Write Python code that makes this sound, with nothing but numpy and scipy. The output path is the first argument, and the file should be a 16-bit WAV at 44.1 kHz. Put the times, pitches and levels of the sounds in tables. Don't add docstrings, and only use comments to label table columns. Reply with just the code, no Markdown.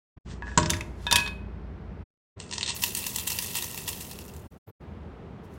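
import sys
import numpy as np
from scipy import signal
from scipy.fft import rfft, irfft
from scipy.io import wavfile
from scipy.ndimage import uniform_filter1d

SR = 44100
rng = np.random.default_rng(int(sys.argv[2]) if len(sys.argv) > 2 else 0)


def dump(signal):
    limited = np.clip(np.atleast_2d(signal).T, -1, 1)
    pcm = np.round(limited * 32767).astype(np.int16)
    wavfile.write(sys.argv[1], SR, pcm)


N = 246078
T = np.arange(N) / SR


# f/Hz, level/dB
SNAP_SPECTRUM = [(200, -21), (800, -13.5), (1800, 5), (2300, -2.5), (3200, 2), (4200, -1), (5300, -1),
                 (7300, -3), (8800, -8), (10500, -6), (12500, -13.5), (16000, -18.5)]
# t/s, snap level/dB, snap f/Hz, ring level/dB, ring centre f/Hz, ring width/oct
PEEL_CONTACTS = [(.423, -55, 1493, -30.5, 1440, .45), (.470, -54, 1800, -35, 1750, .35),
                 (.480, -52, 1800, -32.5, 1600, .35), (.516, -48, 1700, -33.5, 1600, .4),
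                 (.5753, -11.5, 7600, -15.5, 630, .68), (.582, -17, 1101, -22, 1148, .3),
                 (.599, -27, 4000, -37.5, 1305, .9), (.629, -27, 4990, -44, 1200, 1),
                 (0.6584, -23, 5505, -34, 1290, 1), (0.697, -24, 2797, -45, 2000, 1.3),
                 (0.7023, -14, 7000, -29.5, 2970, .3), (0.734, -24.5, 2103, -34, 1898, .4),
                 (.740, -29, 4800, -40, 1997, 1.1), (0.767, -35, 6000, -49, 1497, 1),
                 (.8082, -27.5, 2400, -46, 1903, 1.2), (1.0675, -29.5, 3500, -26, 2200, 0.86),
                 (1.1115, -15.5, 3982, -35.5, 3190, .7), (1.118, -22.5, 3100, -24.5, 3200, 1.1),
                 (1.1255, -10.5, 5400, -20, 1490, 0.86), (1.1578, -8.5, 3220, -17, 3300, .6),
                 (1.1635, -18, 9500, -31, 3300, .6), (1.185, -27, 4980, -40.5, 3010, .7),
                 (1.2, -26.5, 4450, -54.5, 2800, 1), (1.2621, -34, 4000, -33.5, 2800, 1),
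                 (1.276, -29, 3980, -37.5, 1820, 1)]

def peel_contacts(snap_s=.0025, buzz_s=.0088, buzz_db=-11, attack_s=.00034, damping_per_s=25):
    out, t = np.zeros(N), T[:SR // 3]
    envelope = (np.exp(-t / snap_s) + undb(buzz_db) * np.exp(-t / buzz_s)) * (1 - np.exp(-t / attack_s))
    for at, snap_db, snap_hz, ring_db, ring_hz, width_oct in PEEL_CONTACTS:
        tilt_db_oct = -2 + .26 * (snap_db + 25) + 1.3 * np.log2(snap_hz / 4000)
        burst = envelope * rng.standard_normal(len(t))
        add(out, at, undb(snap_db) * colour(burst, SNAP_SPECTRUM, tilt_db_oct, snap_hz, peak_db=10.5))
        resting = np.clip((-20 - ring_db) / 10, 0, 1)
        add(out, at, undb(ring_db) * pan_ring(ring_hz, width_oct, damping_per_s * resting))
    return out


# f/Hz, level/dB
THUD_SPECTRUM = [(40, -31.5), (85, 7), (125, -1), (170, 4), (260, 0), (340, -5.5), (430, -2.5), (520, -12),
                 (610, -4), (800, -12), (960, 8), (1100, -1), (1600, -10.5), (3000, -33), (8000, -67)]
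# t/s, level/dB, decay/s, tilt/(dB/oct)
LANDINGS = [(.5755, -9, 0.0081, 0.5), (.6, -25, 0.088, -5), (0.702, -32, 0.045, -2.5),
            (1.126, -29.5, .03, -5), (1.159, -33, 0.043, -2.5)]

def peel_thuds(rock_db=-15):
    out, t = np.zeros(N), T[:SR // 3]
    for at, db, decay_s, tilt_db_oct in LANDINGS:
        burst = np.exp(-t / decay_s) * rng.standard_normal(len(t))
        add(out, at, undb(db) * colour(burst, THUD_SPECTRUM, tilt_db_oct, size=2048))
        add(out, at, undb(db + rock_db) * pan_ring(centre_hz=110.1, width_oct=1, damping_per_s=0))
    return out


# f/Hz, level/dB, t60/s
PAN_MODES = [(85, -6, .3), (173.2, 0, 0.14), (248, 1, 0.076), (336, -13, 0.98), (614, -9, 0.57),
             (963, 1, 0.24), (996, -5, 0.044), (1090, -12, 0.45), (1177, -9.5, 0.064), (1517, -16, 0.5),
             (1678, -5.5, 0.4), (1782, -8.5, 0.11), (1835, -16, .08), (2508, -13, 0.55), (2538, -7, 0.42),
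             (2643, -11.5, .25), (2980, -17.5, 0.16), (3220, -6, 0.092), (3606, -6.5, 0.063),
             (3607, -3.5, 0.15), (3581, -10, 0.13), (3768, -16, .16), (4285, -22.5, 0.34),
             (4474, -20.5, .28), (5545, -17.5, 0.17)]

def pan_ring(centre_hz, width_oct, damping_per_s, scatter_db=2.5, leak=.015):
    t = T[:SR]
    hz, db, t60_s = np.transpose(PAN_MODES)
    excitation = np.exp(-.5 * (np.log2(hz / centre_hz) / width_oct) ** 2) + leak * 1000 / hz
    gains = excitation * undb(db + scatter_db * rng.standard_normal(len(hz)))
    decays = np.exp(-t * (np.log(1000) / t60_s[:, None] + damping_per_s))
    return gains @ (np.sin(2 * np.pi * hz[:, None] * t) * decays)


# t/s, level/dB, rise/s, decay/s
PEEL_RUBS = [(.315, -49.5, .03, .026), (.485, -54.5, .03, .1), (.62, -46, 0.036, .11),
             (1.04, -55.5, .04, .09), (1.2, -50, 0.066, .05)]

def peel_rubs():
    friction = grains(rate_per_s=12000, spread_db=1.5, ring_s=.0004)
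    return swells(PEEL_RUBS) * colour(friction, SNAP_SPECTRUM)


def tea(pan_db=-49):
    flow = tea_flow()
    leaves = tea_stream(flow) + tea_pings()
    damped_pan = pan_ring(centre_hz=2000, width_oct=.7, damping_per_s=30)
    leaves += tea_clumps(flow)
    return leaves + undb(pan_db) * signal.fftconvolve(leaves, damped_pan)[:N]


# t/s, level/dB, f/Hz, spread/s
LEAF_FALLS = [(2.401, -26.5, 2830, .0022), (2.413, -36, 3500, .002), (2.493, -39.5, 4000, 0.0016),
              (2.5126, -25.5, 5000, 0.002), (2.526, -22.5, 2700, 0.0018), (2.535, -26, 4070, .008),
              (2.5816, -19, 5070, .0022), (2.61, -23, 2760, .002), (2.630, -21, 3930, .004),
              (2.662, -27, 3800, 0.0083), (2.678, -23.5, 3810, 0.0045), (2.692, -24.5, 4000, .014),
              (2.823, -27.5, 5370, .014), (2.8376, -14, 3000, 0.0031), (2.950, -18.5, 7760, 0.0018),
              (2.972, -28, 8930, .018), (3.041, -28, 2730, 0.0019), (3.0672, -22, 6870, .004),
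              (3.161, -20.5, 8350, .0036), (3.185, -25.5, 3890, 0.0061), (3.276, -24.5, 7520, 0.012),
              (3.303, -25, 5606, 0.0048), (3.319, -25.5, 6900, 0.0041), (3.388, -19, 4910, 0.0033),
              (3.424, -28.5, 9000, 0.012), (3.554, -23, 3040, .006), (3.570, -28.5, 8010, 0.0097),
              (3.586, -26, 2980, 0.0047), (3.6245, -23.5, 3920, 0.0024), (3.643, -29, 6000, .005),
              (3.7454, -28, 2640, 0.0017), (3.777, -29, 2140, .005), (3.879, -26, 3290, 0.0092),
              (3.89, -29, 7500, 0.0074), (3.9308, -29, 3115, .003), (4.0084, -37, 8040, 0.019),
              (4.113, -34, 4078, .0043), (4.189, -33, 3000, .002), (4.215, -41, 5000, 0.0016),
              (4.252, -39, 7450, .0015), (4.281, -40.5, 6520, .002), (4.338, -42, 7400, .002),
              (4.365, -39.5, 7260, .0012)]

def tea_clumps(flow, lead_s=.02, rise_ratio=.22, spike_db=-10, spike_s=.00014):
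    out, t = np.zeros(N), T[:SR // 8]
    since_s = t - lead_s
    away_s = np.where(since_s < 0, -since_s / rise_ratio, since_s)
    rustle = rng.standard_normal(N)
    for at, db, hz, spread_s in LEAF_FALLS + small_clumps(flow):
        envelope = np.exp(-away_s / spread_s) + undb(spike_db) * np.exp(-away_s / spike_s)
        burst = envelope * rustle[int(at * SR):][:len(t)]
        tilt_db_oct = -.5 + .63 * np.log2(hz / 4500)
        add(out, at - lead_s, undb(db) * colour(burst, LEAF_SPECTRUM, tilt_db_oct, hz, peak_db=7.5))
    return out


POUR_START_S, POUR_FULL_S, POUR_THINS_S, POUR_LIFTED_S = 2.38, 2.66, 3.57, 4.09

def tea_flow(full_db=-40.5, build_db_per_s=105, thin_db_per_s=11.5, stop_db_per_s=39.5, wake_db=-15.5):
    build_db = build_db_per_s * np.maximum(POUR_FULL_S - T, 0)
    thin_db = thin_db_per_s * np.maximum(T - POUR_THINS_S, 0)
    stop_db = stop_db_per_s * np.maximum(T - POUR_LIFTED_S, 0)
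    pour = undb(full_db - build_db - thin_db - stop_db) * (T > POUR_START_S)
    ref_spread_s, rise_s, decay_s = .005, .005, .055
    wakes = [(at, db + wake_db + 10 * np.log10(spread_s / ref_spread_s), rise_s, decay_s)
             for at, db, _, spread_s in LEAF_FALLS]
    return np.hypot(pour, swells(wakes))


def small_clumps(flow, rate_per_s=16, over_flow_db=5.5, spread_s=.0018, low_hz=2400, high_hz=9000):
    wait, size, pitch = rng.random((80, 3)).T
    times_s = POUR_FULL_S + np.cumsum(-np.log(1 - wait)) / rate_per_s
    levels_db = 20 * np.log10(np.interp(times_s, T, flow) * (.5 + size) + 1e-12) + over_flow_db
    pitches_hz = low_hz * (high_hz / low_hz) ** pitch
    rows = zip(times_s, levels_db, pitches_hz)
    return [(at, db, hz, spread_s) for at, db, hz in rows if at < POUR_LIFTED_S]


# f/Hz, level/dB
LEAF_SPECTRUM = [(200, -24.5), (700, -20), (970, -0.5), (1150, -9.5), (1550, -17.5), (1880, 0),
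                 (2150, -7.5), (2480, -6), (2700, 6), (2900, -3), (3800, -1.5), (5500, -2), (8300, -2),
                 (15500, -1.5)]

def tea_stream(flow, flutter_db=2.5):
    flutter = undb(flutter_db * unit(uniform_filter1d(rng.standard_normal(N), size=300)))
    patter = grains(rate_per_s=6000 + 6000 * flow / flow.max(), spread_db=4.5, ring_s=.00058)
    return colour(flow * flutter * patter, LEAF_SPECTRUM)


# t/s, level/dB, f/Hz, decay/s
LEAF_PINGS = [(2.5805, -24, 5260, .002), (2.630, -15.5, 3890, .0063), (2.6619, -31, 3700, .005),
              (2.679, -35, 3850, .004)]

def tea_pings():
    out, t = np.zeros(N), T[:SR // 8]
    for at, db, hz, decay_s in LEAF_PINGS:
        partials = np.sin(2 * np.pi * hz * rng.normal(1, .04, (3, 1)) * t)
        add(out, at, undb(db) * partials.mean(axis=0) * np.exp(-t / decay_s))
    return out


# t/s, level/dB, rise/s, decay/s
COFFEE_SLIDES = [(5.445, -66, 0.01, .018), (5.54, -65, .025, 0.035)]

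def coffee():
    grounds = grains(rate_per_s=5400, spread_db=2, ring_s=.0006)
    return swells(COFFEE_SLIDES) * colour(grounds, [(1500, -6.5), (6000, 1), (15000, -4)])


def squeak(hz=12400, level_db=-63):
    band = colour(rng.standard_normal(N), [(hz / 1.12, -40), (hz, 0), (hz * .98, -30)])
    return undb(level_db) * window(4.672, 4.705, fade_s=.011) * band


def kitchen_reverb(x, wet_db=-11, split_hz=3000, low_t60_s=.42, high_t60_s=.3):
    t = T[:SR // 2]
    noise = rng.standard_normal(len(t))
    low = signal.sosfilt(signal.butter(2, split_hz, fs=SR, output="sos"), noise)
    tail = low * 1000 ** (-t / low_t60_s) + (noise - low) * 1000 ** (-t / high_t60_s)
    tail *= np.clip(t / .0006 - .5, 0, 1)
    tail /= np.sqrt(np.sum(tail ** 2))
    return x + undb(wet_db) * signal.fftconvolve(x, tail)[:N]


PEEL_END_S = 2.2
# f/Hz, level/dB
EARLY_RUMBLE = [(20, -35), (41, -9.5), (70, -1), (122, -10), (197, -7.5), (257, -15), (293, -19),
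                (403, -14.5), (490, -23), (1000, -27.5), (1870, -35), (5540, -55), (6700, -63),
                (14000, -77)]
# f/Hz, level/dB
LATE_RUMBLE = [(20, -35), (45, -10), (78, 1.5), (119, -6), (197, -4), (293, -14), (392, -9.5), (560, -17),
               (991, -21.5), (3350, -38.5), (5260, -49.5), (7000, -55), (14000, -69)]
# start t/s, end t/s, rumble level/dB
AUDIBLE_SPANS = [(0.172, 0.18, -35.5), (0.255, 2.034, -41), (2.366, 4.474, -43.5), (4.512, 4.58, -48),
                 (4.671, 4.709, -45), (4.803, 5.6, -42.5)]

def kitchen_rumble():
    early = unit(colour(rng.standard_normal(N), EARLY_RUMBLE, size=8192))
    late = unit(colour(rng.standard_normal(N), LATE_RUMBLE, size=8192))
    gain = sum(undb(db) * window(start_s, end_s) for start_s, end_s, db in AUDIBLE_SPANS)
    return gain * np.where(T < PEEL_END_S, early, late)


# f/Hz, level/dB
HUM_TONES = [(58, -39), (86.5, -45), (199.3, -53.5)]

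def appliance_hum():
    hum = sum(undb(db) * np.sin(2 * np.pi * (hz * T + rng.random())) for hz, db in HUM_TONES)
    return hum * (T < PEEL_END_S)


def grains(rate_per_s, spread_db, ring_s, pitches=36):
    out, t = np.zeros(N), T[:SR // 100]
    density_gain = np.ones(N) / np.sqrt(rate_per_s)
    for hz in np.linspace(800, 15800, pitches):
        hits = np.flatnonzero(rng.random(N) < rate_per_s / pitches / SR)
        sizes = undb(spread_db * np.clip(rng.standard_normal(4096), -2, 2))
        gains = np.resize(sizes, len(hits)) * density_gain[hits]
        flake = np.cos(2 * np.pi * hz * t) * np.exp(-t / ring_s)
        indices = hits[:, None] + np.arange(len(t))
        out += np.bincount(indices.ravel(), np.outer(gains, flake).ravel(), N)[:N]
    return unit(out)


def colour(x, spectrum, tilt_db_oct=0, peak_hz=1000, peak_db=0, width_oct=.2, size=1024):
    octave = np.log2(np.maximum(np.fft.rfftfreq(size, 1 / SR), 1))
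    hz, db = np.transpose(spectrum)
    slope_db = tilt_db_oct * np.maximum(octave, np.log2(hz[1]))
    resonance_db = peak_db / (1 + ((octave - np.log2(peak_hz)) / width_oct) ** 2)
    gain = undb(np.interp(octave, np.log2(hz), db) + slope_db + resonance_db)
    cepstrum = irfft(np.log(unit(gain)))
    cepstrum[1:size // 2] *= 2
    cepstrum[size // 2 + 1:] = 0
    return signal.fftconvolve(x, irfft(np.exp(rfft(cepstrum))))[:len(x)]


def swells(rows):
    gains = (undb(db) * np.exp(-np.maximum((at - T) / rise_s, (T - at) / decay_s))
             for at, db, rise_s, decay_s in rows)
    return np.sqrt(sum(gain ** 2 for gain in gains))


def window(start_s, end_s, fade_s=.016):
    return np.clip((T - start_s) / fade_s + .5, 0, 1) * np.clip((end_s - T) / fade_s + .5, 0, 1)


def add(out, at_s, x):
    i = int(at_s * SR)
    out[i:i + len(x)] += x[:N - i]


def undb(db):
    return 10 ** (np.asarray(db) / 20)


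def unit(x):
    return x / np.sqrt(np.mean(x ** 2))


def scene():
    peel = peel_contacts() + peel_thuds() + peel_rubs()
    mono = kitchen_reverb(peel + tea() + coffee()) + squeak() + kitchen_rumble() + appliance_hum()
    return np.array([mono, mono])


# start t/s, end t/s
DULL_SPANS = [(0, .69), (2.2, 2.75)]

def record(dry, floor_db=-61, dull_hz=8700, top_hz=16000):
    gate = sum(window(start_s, end_s) for start_s, end_s, _ in AUDIBLE_SPANS)
    dull = sum(window(start_s, end_s) for start_s, end_s in DULL_SPANS)
    gated = dry * (gate + undb(floor_db))
    muffled = signal.sosfilt(signal.ellip(10, .2, 80, dull_hz, fs=SR, output="sos"), gated)
    blend = gated + dull * (muffled - gated)
    return signal.sosfilt(signal.ellip(10, .2, 70, top_hz, fs=SR, output="sos"), blend)


dry = scene()
out = record(dry)
dump(out)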